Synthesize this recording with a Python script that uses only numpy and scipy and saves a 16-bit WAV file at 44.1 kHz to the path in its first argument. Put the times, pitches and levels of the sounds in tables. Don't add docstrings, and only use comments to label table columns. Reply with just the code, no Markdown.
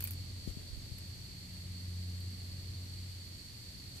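import sys
import numpy as np
from scipy import signal
from scipy.fft import rfft, irfft
from scipy.io import wavfile

SR = 44100
rng = np.random.default_rng(int(sys.argv[2]) if len(sys.argv) > 2 else 0)


def log_audio(samples):
    frames = np.atleast_2d(samples).T
    limited = np.clip(frames, -1, 1)
    pcm = np.round(limited * 32767).astype(np.int16)
    wavfile.write(sys.argv[1], SR, pcm)


N = 176400


def amp(db):
    return 10 ** (np.asarray(db) / 20)


def unit(x):
    return x / np.sqrt(np.mean(x ** 2) + 1e-20)


def read(points, hz, column=1):
    table = np.transpose(points)
    return np.interp(np.log(hz + 1), np.log(table[0] + 1), table[column])


def curve(points):
    return np.interp(np.arange(N) / SR, *np.transpose(points))


def pan(db):
    return amp([[db / 2], [-db / 2]])


def add(mix, start, sound):
    part = mix[:, max(round(start * SR), 0):][:, :sound.shape[-1]]
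    part += sound[..., :part.shape[1]]


def noise(shape, size):
    white = rfft(rng.standard_normal((2, size)))
    return unit(irfft(white * shape(np.fft.rfftfreq(size, 1 / SR)), size))


def resonance(hz, centre, width):
    return 1 / (1 + (2 * (hz - centre) / width) ** 2)


def rumble():
    # frequency in Hz, relative level in dB.
    spectrum = [(12, -13), (25, -21.5), (48, -1), (80, -2.5), (120, 1), (155, -11.5), (230, -11.5),
                (330, -16.5), (430, -24.5), (600, -26.5), (800, -33.5), (1300, -36.5), (3000, -60)]
    # time in seconds, level in dB.
    levels = [(0, -49.5), (.8, -50.5), (1.4, -51.5), (2.1, -50.5), (2.8, -50), (3.3, -52.5), (3.6, -53.5),
              (3.9, -52), (4, -49.5)]
    # frequency in Hz, correlation from 0 to 1.
    likeness = [(30, 0.72), (60, 0.85), (140, 0.88), (330, 0.73), (700, 0.54), (1500, 0.071)]
    hz = np.fft.rfftfreq(N, 1 / SR)
    left, unrelated = rfft(rng.standard_normal((2, N))) * amp(read(spectrum, hz))
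    same = read(likeness, hz)
    right = same * left + np.sqrt(1 - same ** 2) * unrelated
    return unit(irfft(np.array([left, right]), N)) * amp(curve(levels)) * pan(db=1)


def microphone_hiss():
    # frequency in Hz, relative level in dB on the left, then on the right.
    spectrum = [(300, -11.5, 0.5), (1354, -6.5, -8.5), (1995, -4, 3.5), (2290, -5.5, 2), (2970, 0, 0),
                (3900, 1, 4.5), (5430, 3, -4), (6470, -1.5, -3.5), (7400, 1.5, -6), (8340, -1.5, 1),
                (9030, -3.5, -10), (10400, -5.5, -8), (12300, -6, -3.5), (13900, -10.5, -6),
                (13850, -10, -22), (13900, -47, -68)]
    # centre in Hz, width in Hz, level in dB.
    peaks = [(4480, 470, -56), (4443, 445, -53)]
    broad = noise(lambda hz: amp([read(spectrum, hz, column=1), read(spectrum, hz, column=2)]), N)
    centre, width, peak_db = np.transpose(peaks)[:, :, None]
    peak = noise(lambda hz: 1 / np.sqrt(1 + abs(2 * (hz - centre) / width) ** 5), N)
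    shimmer_db = noise(lambda hz: hz * np.exp(-hz / 12.4), N)[0]
    return amp(-56) * broad + amp(peak_db + shimmer_db) * peak


def hand_rubs():
    # start in seconds, length in seconds, brush level in dB, pan in dB, rustle level in dB.
    strokes = [(.465, .058, -57.5, 10.5, -60.5), (.565, 0.093, -71, 11, -63), (.675, 0.03, -73, 0, -63),
               (.72, 0.06, -72, 5, -73), (.835, .045, -68, 2, -63), (3.945, 0.052, -56.5, -3, -75)]
    # frequency in Hz, relative level in dB.
    spectrum = [(300, 10.5), (1000, -4.5), (2500, 2), (8000, 3.5), (13500, 1), (15000, -37)]
    rustle_hz, rustle_width_hz = 387, 290
    mix = np.zeros((2, N))
    for start, length, brush_db, pan_db, rustle_db in strokes:
        size = int(length * SR)
        brush = noise(lambda hz: amp(read(spectrum, hz)), SR // 4)
        rustle = noise(lambda hz: np.exp(-((hz - rustle_hz) / rustle_width_hz) ** 2), SR // 4)
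        friction = amp(brush_db) * brush + amp(rustle_db) * rustle
        add(mix, start, pan(pan_db) * np.sqrt(np.hanning(size)) * friction[:, :size])
    return mix


def microphone_bumps():
    # time of the turn in seconds, gain in dB, push and release in seconds, pan in dB.
    bumps = [(0.4765, -32.5, 0.0011, 0.0021, 28), (0.49, -34, 0.0055, 0.0068, 19),
             (0.5125, -41, .003, 0.0045, 18), (0.5718, -37, .0013, 0.0019, 25),
             (0.705, -43, 0.0059, .004, -22), (.7318, -36, 0.0043, .0045, -22),
             (.7755, -35.5, 0.0052, 0.0041, -16), (.9204, -38, 0.0031, .0032, 25),
             (0.947, -47, .003, 0.0036, 23)]
    port = signal.butter(2, [35, 690], "band", fs=SR, output="sos")
    mix = np.zeros((2, N))
    for turn, db, push, release, pan_db in bumps:
        t = np.arange(N) / SR - turn
        progress = t / np.where(t < 0, push, release)
        swing = -progress * np.exp(-np.minimum(progress ** 2, 50))
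        mix += amp(db) * pan(pan_db) * signal.sosfilt(port, swing)
    return mix


def camera_clicks():
    # start in seconds, gain in dB, ring pitch in Hz, shell level in dB, pan in dB, decay in
    # seconds, hollow note level in dB, snap level in dB. Shell, note and snap are relative to the ring.
    clicks = [(.0058, -37.5, 13300, -3.5, 0, 0.0028, -16, 2), (.0233, -44, 12500, -2.5, 4, 0.0043, -9, 1),
              (.0402, -28.5, 14900, -22, -3, .0018, -26, 10), (.0515, -49.5, 13000, 0.5, 10, 0.0038, 1, -6),
              (.0735, -39, 11500, -4, -1.5, 0.0029, -8, -6), (.0845, -50, 13000, -6, -1, 0.0019, -14, -3),
              (.1079, -37.5, 13100, -10.5, -1, .0026, -30, 2),
              (.1165, -44.5, 13300, -15, -6, .0018, -25, 1), (.1342, -44.5, 11700, -12, 1, .0017, -25, -1),
              (.9849, -48, 12100, 0, -5, 0.0011, -25, 2), (2.204, -47, 12400, -18, -5, 0.0012, -25, 4)]
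    # frequency in Hz, relative level in dB.
    shell_spectrum = [(400, 1), (1200, -0.5), (2000, 3), (2450, 3.5), (3000, 2), (5800, -3), (7500, 2),
                      (10000, 6), (15000, -37)]
    rise_s, tail_db, tail_stretch, note_decay_s = 0.00035, -13, 8.6, 0.0054
    snap_centre_s, snap_width_s, right_lag_s = 0.000476, 0.00022, 0.000016
    size = 4096
    t = np.arange(size) / SR
    rise = np.minimum(t / rise_s, 1)
    snap_time = np.array([t, t - right_lag_s]) - snap_centre_s
    mix = np.zeros((2, N))
    for start, db, ring_hz, shell_db, pan_db, decay, note_db, snap_db in clicks:
        top_hz = 19900 + 122 * db
        rolloff = lambda hz: 1 / np.sqrt(1 + (hz / top_hz) ** 60)
        ring = noise(lambda hz: rolloff(hz) * resonance(hz, ring_hz, width=4600), size)
        shell = noise(lambda hz: rolloff(hz) * amp(read(shell_spectrum, hz)), size)
        envelope = np.exp(-t / decay) + amp(tail_db) * np.exp(-t / (decay * tail_stretch))
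        body = envelope * (ring + amp(shell_db) * shell)
        note = np.exp(-t / note_decay_s) * noise(lambda hz: resonance(hz, centre=2450, width=350), size)
        snap = np.exp(-(snap_time / snap_width_s) ** 2) * np.sin(2 * np.pi * ring_hz * snap_time)
        click = rise * (amp(snap_db) * snap + body + amp(note_db) * note)
        add(mix, start, amp(db) * pan(pan_db) * click)
    return mix


def distant_engine():
    # time in seconds, firing rate in Hz.
    firing_rates = [(0, 91), (.4, 90.56), (1.3, 90), (2.05, 90.35), (2.5, 90.76), (3.1, 90.95), (3.5, 89.5),
                    (4, 90.2)]
    # time in seconds, level in dB.
    firing_levels = [(0, -45), (.12, -42), (.35, -49), (.6, -50.5), (.9, -66), (1.08, -47.5), (1.35, -59.5),
                     (1.6, -47), (2.05, -41), (2.5, -45), (3.22, -48), (3.35, -55), (3.6, -64), (3.85, -69),
                     (3.882, -44), (3.92, -58), (4, -50)]
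    # time in seconds, level in dB.
    octave_levels = [(0, -75), (.25, -62), (.7, -71.5), (1.2, -62), (1.6, -57), (2.1, -55), (2.55, -62.5),
                     (2.85, -60.5), (3.5, -70), (4, -59.5)]
    waver = 0.0032 * noise(lambda hz: 1 / (1 + (hz / 6) ** 2) ** 2, N)[0]
    phase = 2 * np.pi * np.cumsum(curve(firing_rates) * (1 + waver)) / SR
    firing = amp(curve(firing_levels)) * np.sin(phase)
    octave = amp(curve(octave_levels)) * np.sin(2 * phase)
    between = amp(-66.5) * np.sin(1.5 * phase)
    return np.sqrt(2) * (firing + octave + between)


def scene():
    background = rumble() + microphone_hiss()
    return background + distant_engine() + microphone_bumps() + camera_clicks() + hand_rubs()


def record(dry):
    lowpass = signal.firwin(511, 15700, window=("kaiser", 9), fs=SR)
    return signal.oaconvolve(dry, lowpass[None], "same")


dry = scene()
out = record(dry)
log_audio(out)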